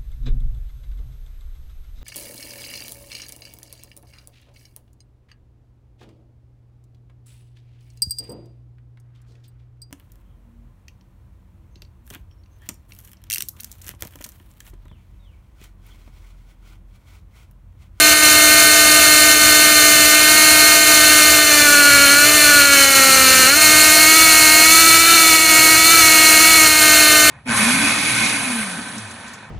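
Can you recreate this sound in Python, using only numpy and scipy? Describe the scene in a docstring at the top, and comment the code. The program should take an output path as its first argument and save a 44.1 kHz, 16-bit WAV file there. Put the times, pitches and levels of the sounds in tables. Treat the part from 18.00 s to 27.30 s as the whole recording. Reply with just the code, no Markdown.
"""On a ship's deck, close by, a vane air motor winds a heavy ladder onto its reel.
Each vane lets out a puff: the puffs make a whine whose harmonics swell and fade as they slide
through the housing's resonances. The motor sags under load, then runs free again.
Exhaust air hisses loudly as shaped noise, the gears sing as tones locked to the rotor,
and the ship rumbles below as low noise and two wavering hums."""
import sys
import numpy as np
from scipy import signal
from scipy.fft import rfft, irfft, next_fast_len
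from scipy.io import wavfile

SR = 44100
rng = np.random.default_rng(int(sys.argv[2]) if len(sys.argv) > 2 else 0)


def wav_out(sig):
    """Save sig, one row per channel (or a flat mono array), as 16-bit PCM at SR to the path in sys.argv[1]."""
    wavfile.write(sys.argv[1], SR, np.round(np.clip(np.atleast_2d(sig).T, -1, 1) * 32767).astype(np.int16))


N = 410130

FREE_SPEED_HZ = 305  # vane puffs per second; reference for unevenness and hiss brightness


def from_db(db):
    """Level law: decibels to amplitude gain, 20 dB per factor of ten."""
    return 10 ** (np.asarray(db) / 20)


def rms_one(x):
    """Power normalisation: scale to rms 1."""
    return x / np.sqrt(np.mean(x ** 2) + 1e-20)


def in_time(rows):
    """Linear interpolation of (time, value) rows to every sample."""
    return np.interp(np.arange(N) / SR, *np.transpose(rows))


def response(modes, hz):
    """Power sum of steep-sided resonances; each width is taken at half the peak amplitude."""
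    power = 0
    for centre, width, db in modes:
        detuning = 2 * (hz - centre) / width
        power = power + from_db(db) ** 2 / (1 + detuning ** 2) ** 2
    return np.sqrt(power)


def cancelling(hz):
    """Destructive interference: the gain falls to zero and changes sign at each notch."""
    # where the paths round the housing cancel: centre_hz, width_hz
    notches = [(908, 26), (1492, 45), (1606, 51), (2032, 25), (2406, 16), (3825, 180)]
    factors = [(hz - centre) / np.hypot(hz - centre, width / 2) for centre, width in notches]
    return np.prod(factors, axis=0)


def causal(gain):
    """Minimum phase: the Hilbert transform of log gain gives the phase of a causal resonator."""
    mirrored = np.log(np.abs(np.r_[gain, gain[-2:0:-1]]) + 1e-3)
    return np.exp(np.conj(signal.hilbert(mirrored)))[:len(gain)]


def noise(gain_at):
    """Spectral shaping: white noise weighted by a function of frequency, scaled to rms 1."""
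    size = next_fast_len(N, real=True)
    white = rfft(rng.standard_normal(size))
    hz = np.arange(len(white)) * SR / size + 1e-3  # offset keeps log(hz) finite
    return rms_one(irfft(white * gain_at(hz), size)[:N])


def drift(rate_hz):
    """Low-pass random process: noise through two equal poles at rate_hz, scaled to rms 1."""
    step = 40  # samples between the slow values
    pole = np.exp(-2 * np.pi * rate_hz * step / SR)
    steps = rng.standard_normal(N // step + 2002)
    slow = signal.lfilter([1], [1, -2 * pole, pole * pole], steps)[2000:]  # drop the settling
    return np.interp(np.arange(N) / step, np.arange(len(slow)), rms_one(slow))


def motor_speed():
    """Load balance: drags pull the speed down exponentially until the ladder frees; surges lift it."""
    # speed at which the air supply drives the motor, before drags and surges: time_s, puffs_hz
    supply_speed = [(0.0, 305.1), (1.63, 304.0), (2.04, 301.1), (2.41, 308.4), (3.42, 302.5), (5.45, 306.2),
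                    (6.59, 311.5), (6.78, 325.0), (7.12, 327.5), (7.48, 316.3), (8.14, 315.3), (9.3, 302.6)]
    # the ladder drags; the drop is what an endless drag would reach: start_s, end_s, drop_hz, recovery_s
    drags = [(3.425, 4.08, 45, .263), (4.3, 5.46, 68, .116)]
    # the load eases; half_length_s is from the peak to 1/e: peak_s, rise_hz, half_length_s
    surges = [(6.2, 10, .124), (7.107, 6, .063), (7.93, 14, .1), (8.516, 9, .1)]
    sag_s = .94  # time constant of the sinking
    t = np.arange(N) / SR
    sag, surge = 0, 0
    for start, end, drop, recovery in drags:
        sinking = 1 - np.exp(-np.maximum(t - start, 0) / sag_s)
        sag = sag + drop * sinking * np.clip(1 - (t - end) / recovery, 0, 1)
    for peak, rise, half_length in surges:
        surge = surge + rise * np.exp(-((t - peak) / half_length) ** 2)
    return in_time(supply_speed) - sag + surge


def rotation(speed):
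    """Frequency modulation: the load pulls on the rotor once per turn of a gear shaft."""
    puffs_per_shaft_turn = 22.6
    shaft = 2 * np.pi * np.cumsum(speed) / SR / puffs_per_shaft_turn
    slack = np.interp(speed, [FREE_SPEED_HZ, 330], [1, 1.8])  # more uneven when fast
    rate = speed * (1 + slack * (.004 * np.cos(shaft) + .0018 * drift(35)))
    return rate, 2 * np.pi * np.cumsum(rate) / SR


def whine(rate, phase, level_db=0.0, flutter_db=0.88):
    """Source and filter: each harmonic of the puffs takes the housing's response at its present pitch."""
    # resonances of the housing, driven by the puffs: centre_hz, width_hz, level_db
    housing_modes = [(308, 124, -26), (552, 116, -25), (809, 51, -27), (935, 89, -27.5), (1224, 233, -29),
                     (1335, 115, -18.5), (1445, 90, -10.5), (1522, 59, -19), (1705, 229, -24.5),
                     (1881, 323, -27), (2224, 220, -19), (2365, 74, -25), (2490, 188, -29),
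                     (2830, 150, -25), (3028, 146, -23), (3542, 107, -26), (3653, 123, -23),
                     (4242, 341, -21)]
    # harmonics of one puff, before the housing acts: multiple of the vane rate, level_db
    puff_harmonics = [(1, 3), (2, 3), (3, 1), (4, 6), (5, 2.5), (6, 7), (7, 7), (8, 4), (9, 2), (10, 2),
                      (11, 5), (12, 2), (13, -1.5), (14, -2), (15, 4)]
    grid_hz = np.arange(SR // 4)
    housing = causal(response(housing_modes, grid_hz) * cancelling(grid_hz))
    out = 0
    for k, db in puff_harmonics:
        gain = np.interp(k * rate, grid_hz, housing) * from_db(db + flutter_db * drift(18))
        out = out + np.real(gain * np.exp(1j * k * phase))
    return from_db(level_db) * out


def gears(rate, phase, level_db=0.0, flutter_db=2.0):
    """Tooth meshing: tones locked to the rotor, loudest where the gear case resonates."""
    # gear tones, before the gear case acts: multiple of the vane rate, level_db
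    gear_tones = [(.7235, -43), (1.447, -41), (2.2, -35), (4.4, -36), (6.6, -41), (8.8, -31)]
    # ring of the gear case, added in power to a gain of one: centre_hz, width_hz, level_db
    gear_case = [(191, 13, 8.5), (248, 6.7, 14), (437.5, 18, 7), (671, 51, 11)]
    out = 0
    for ratio, db in gear_tones:
        boost = np.hypot(1, response(gear_case, ratio * rate))
        level = from_db(db + level_db + flutter_db * drift(8.5))
        out = out + level * boost * np.sin(ratio * phase)
    return out


def puffs(phase, level_db=-18.5, depth=0.32, flutter_db=0.65):
    """Amplitude modulation of turbulence: air leaves in one burst per vane."""
    # resonances that colour the air of each puff: centre_hz, width_hz, relative level_db
    puff_modes = [(1385, 355, 1.5), (1660, 490, -0.5), (1880, 340, -6.5), (2264, 230, 2), (2410, 200, 2),
                  (2670, 200, 5.5), (2945, 400, 0), (3520, 1100, -6.5)]
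    gate = rms_one(1 + np.clip(depth, 0, 1) * np.cos(phase))
    level = from_db(level_db + flutter_db * drift(9.5))
    return level * gate * noise(lambda hz: response(puff_modes, hz))


def exhaust(rate, phase, level_db=2.0, depth=0.042, flutter_db=0.38, treble_hz=7000.0, brightening=1.5):
    """Jet noise: turbulence filtered by the port's resonances, duller when the motor labours."""
    # slow course of the hiss level, before the overall level and flutter: time_s, level_db
    hiss_level = [(0.0, -13), (3.2, -13), (3.75, -14.5), (4.7, -13.5), (5.15, -12.5), (6.75, -12.5),
                  (7.2, -13.9), (8.4, -12.9), (9.3, -13.2)]
    # resonances of the exhaust port: centre_hz, width_hz, relative level_db
    port_modes = [(4216, 347, 0.5), (4615, 210, -7), (4960, 360, -10), (5520, 500, -11), (5886, 256, -6),
                  (6363, 117, -0.5), (6500, 330, -8.5), (6910, 300, -7), (7230, 315, -4),
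                  (7790, 450, -11.5), (8527, 390, -6.5), (8730, 460, -6), (9110, 330, -7.5),
                  (9790, 420, -9.5), (10120, 310, -4), (10570, 250, -14), (11200, 740, -17.5),
                  (11620, 420, -11.5), (12640, 780, -12.5), (13350, 550, -12.5), (13960, 500, -10.5),
                  (14530, 660, -12), (15200, 800, -14)]
    hiss = noise(lambda hz: response(port_modes, hz) * cancelling(hz))
    treble = signal.sosfilt(signal.butter(1, treble_hz, "high", fs=SR, output="sos"), hiss)
    hiss = hiss + brightening * (rate / FREE_SPEED_HZ - 1) * treble
    level = from_db(in_time(hiss_level) + level_db + flutter_db * drift(14))
    return level * (1 + depth * np.cos(phase)) * hiss


def ship(rumble_db=-27.0, waver_db=4.0):
    """Broadband and tonal sources add: rumble plus machinery hum that wavers in level and phase."""
    # rumble of ship and deck, joined on a log frequency scale: frequency_hz, relative level_db
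    deck_spectrum = [(15, -19), (36, -11), (48, -9.5), (62, -6), (77, -0.5), (95, -10.5), (120, -4),
                     (150, -13), (340, -3), (400, -7.5), (700, -7.5), (860, -11.5), (1150, -14),
                     (16000, -26)]
    # hum of the ship's machinery, about which it wavers: frequency_hz, level_db
    machinery_hum = [(75.4, -48.5), (118.4, -42.5)]
    points_hz, points_db = np.transpose(deck_spectrum)
    rumble = noise(lambda hz: from_db(np.interp(np.log(hz), np.log(points_hz), points_db)))
    turn = 2 * np.pi * np.arange(N) / SR
    hum = 0
    for hz, db in machinery_hum:
        hum = hum + from_db(db + waver_db * drift(5.7)) * np.sin(hz * turn + drift(2.1))
    return from_db(rumble_db) * rumble + hum


def dips(fall_s=0.0087, rise_s=0.013):
    """Gain envelope: the level drops quickly, holds and comes back, in ramps linear in decibels."""
    # brief dips, timed from mid-fall to mid-rise: start_s, length_s, depth_db
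    brief_dips = [(0.135, 0.09, 3), (1.328, 0.083, 1.5), (1.684, 0.077, 1.3), (2.16, 0.12, 1.2),
                  (2.78, .09, 1.5), (3.4, 0.082, 2), (4.145, .09, 1.5), (4.627, 0.1, 2), (4.852, .1, 2),
                  (5.502, 0.11, 3), (6.974, .1, 1.5), (7.37, .12, 2.5), (7.752, 0.094, 1.5),
                  (8.68, 0.13, 2.5)]
    t = np.arange(N) / SR
    loss_db = 0
    for start, length, depth in brief_dips:
        ramps = np.minimum((t - start) / fall_s, (start + length - t) / rise_s)
        loss_db = loss_db + depth * np.clip(ramps + .5, 0, 1)
    return from_db(-loss_db)


def scene():
    """Superposition: one rotor drives whine, gears, puffs and hiss; both channels are the same."""
    rate, phase = rotation(motor_speed())
    motor = whine(rate, phase) + gears(rate, phase) + puffs(phase) + exhaust(rate, phase)
    return np.tile(dips() * (motor + ship()), (2, 1))


def record(dry):
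    """Clipping and band limiting: the highest peaks are flattened, then the top is cut."""
    cutoff_hz = 15480
    low_pass = signal.ellip(12, .1, 80, cutoff_hz, fs=SR, output="sos")
    return signal.sosfilt(low_pass, np.clip(dry, -.82, .82))


dry = scene()
out = record(dry)
wav_out(out)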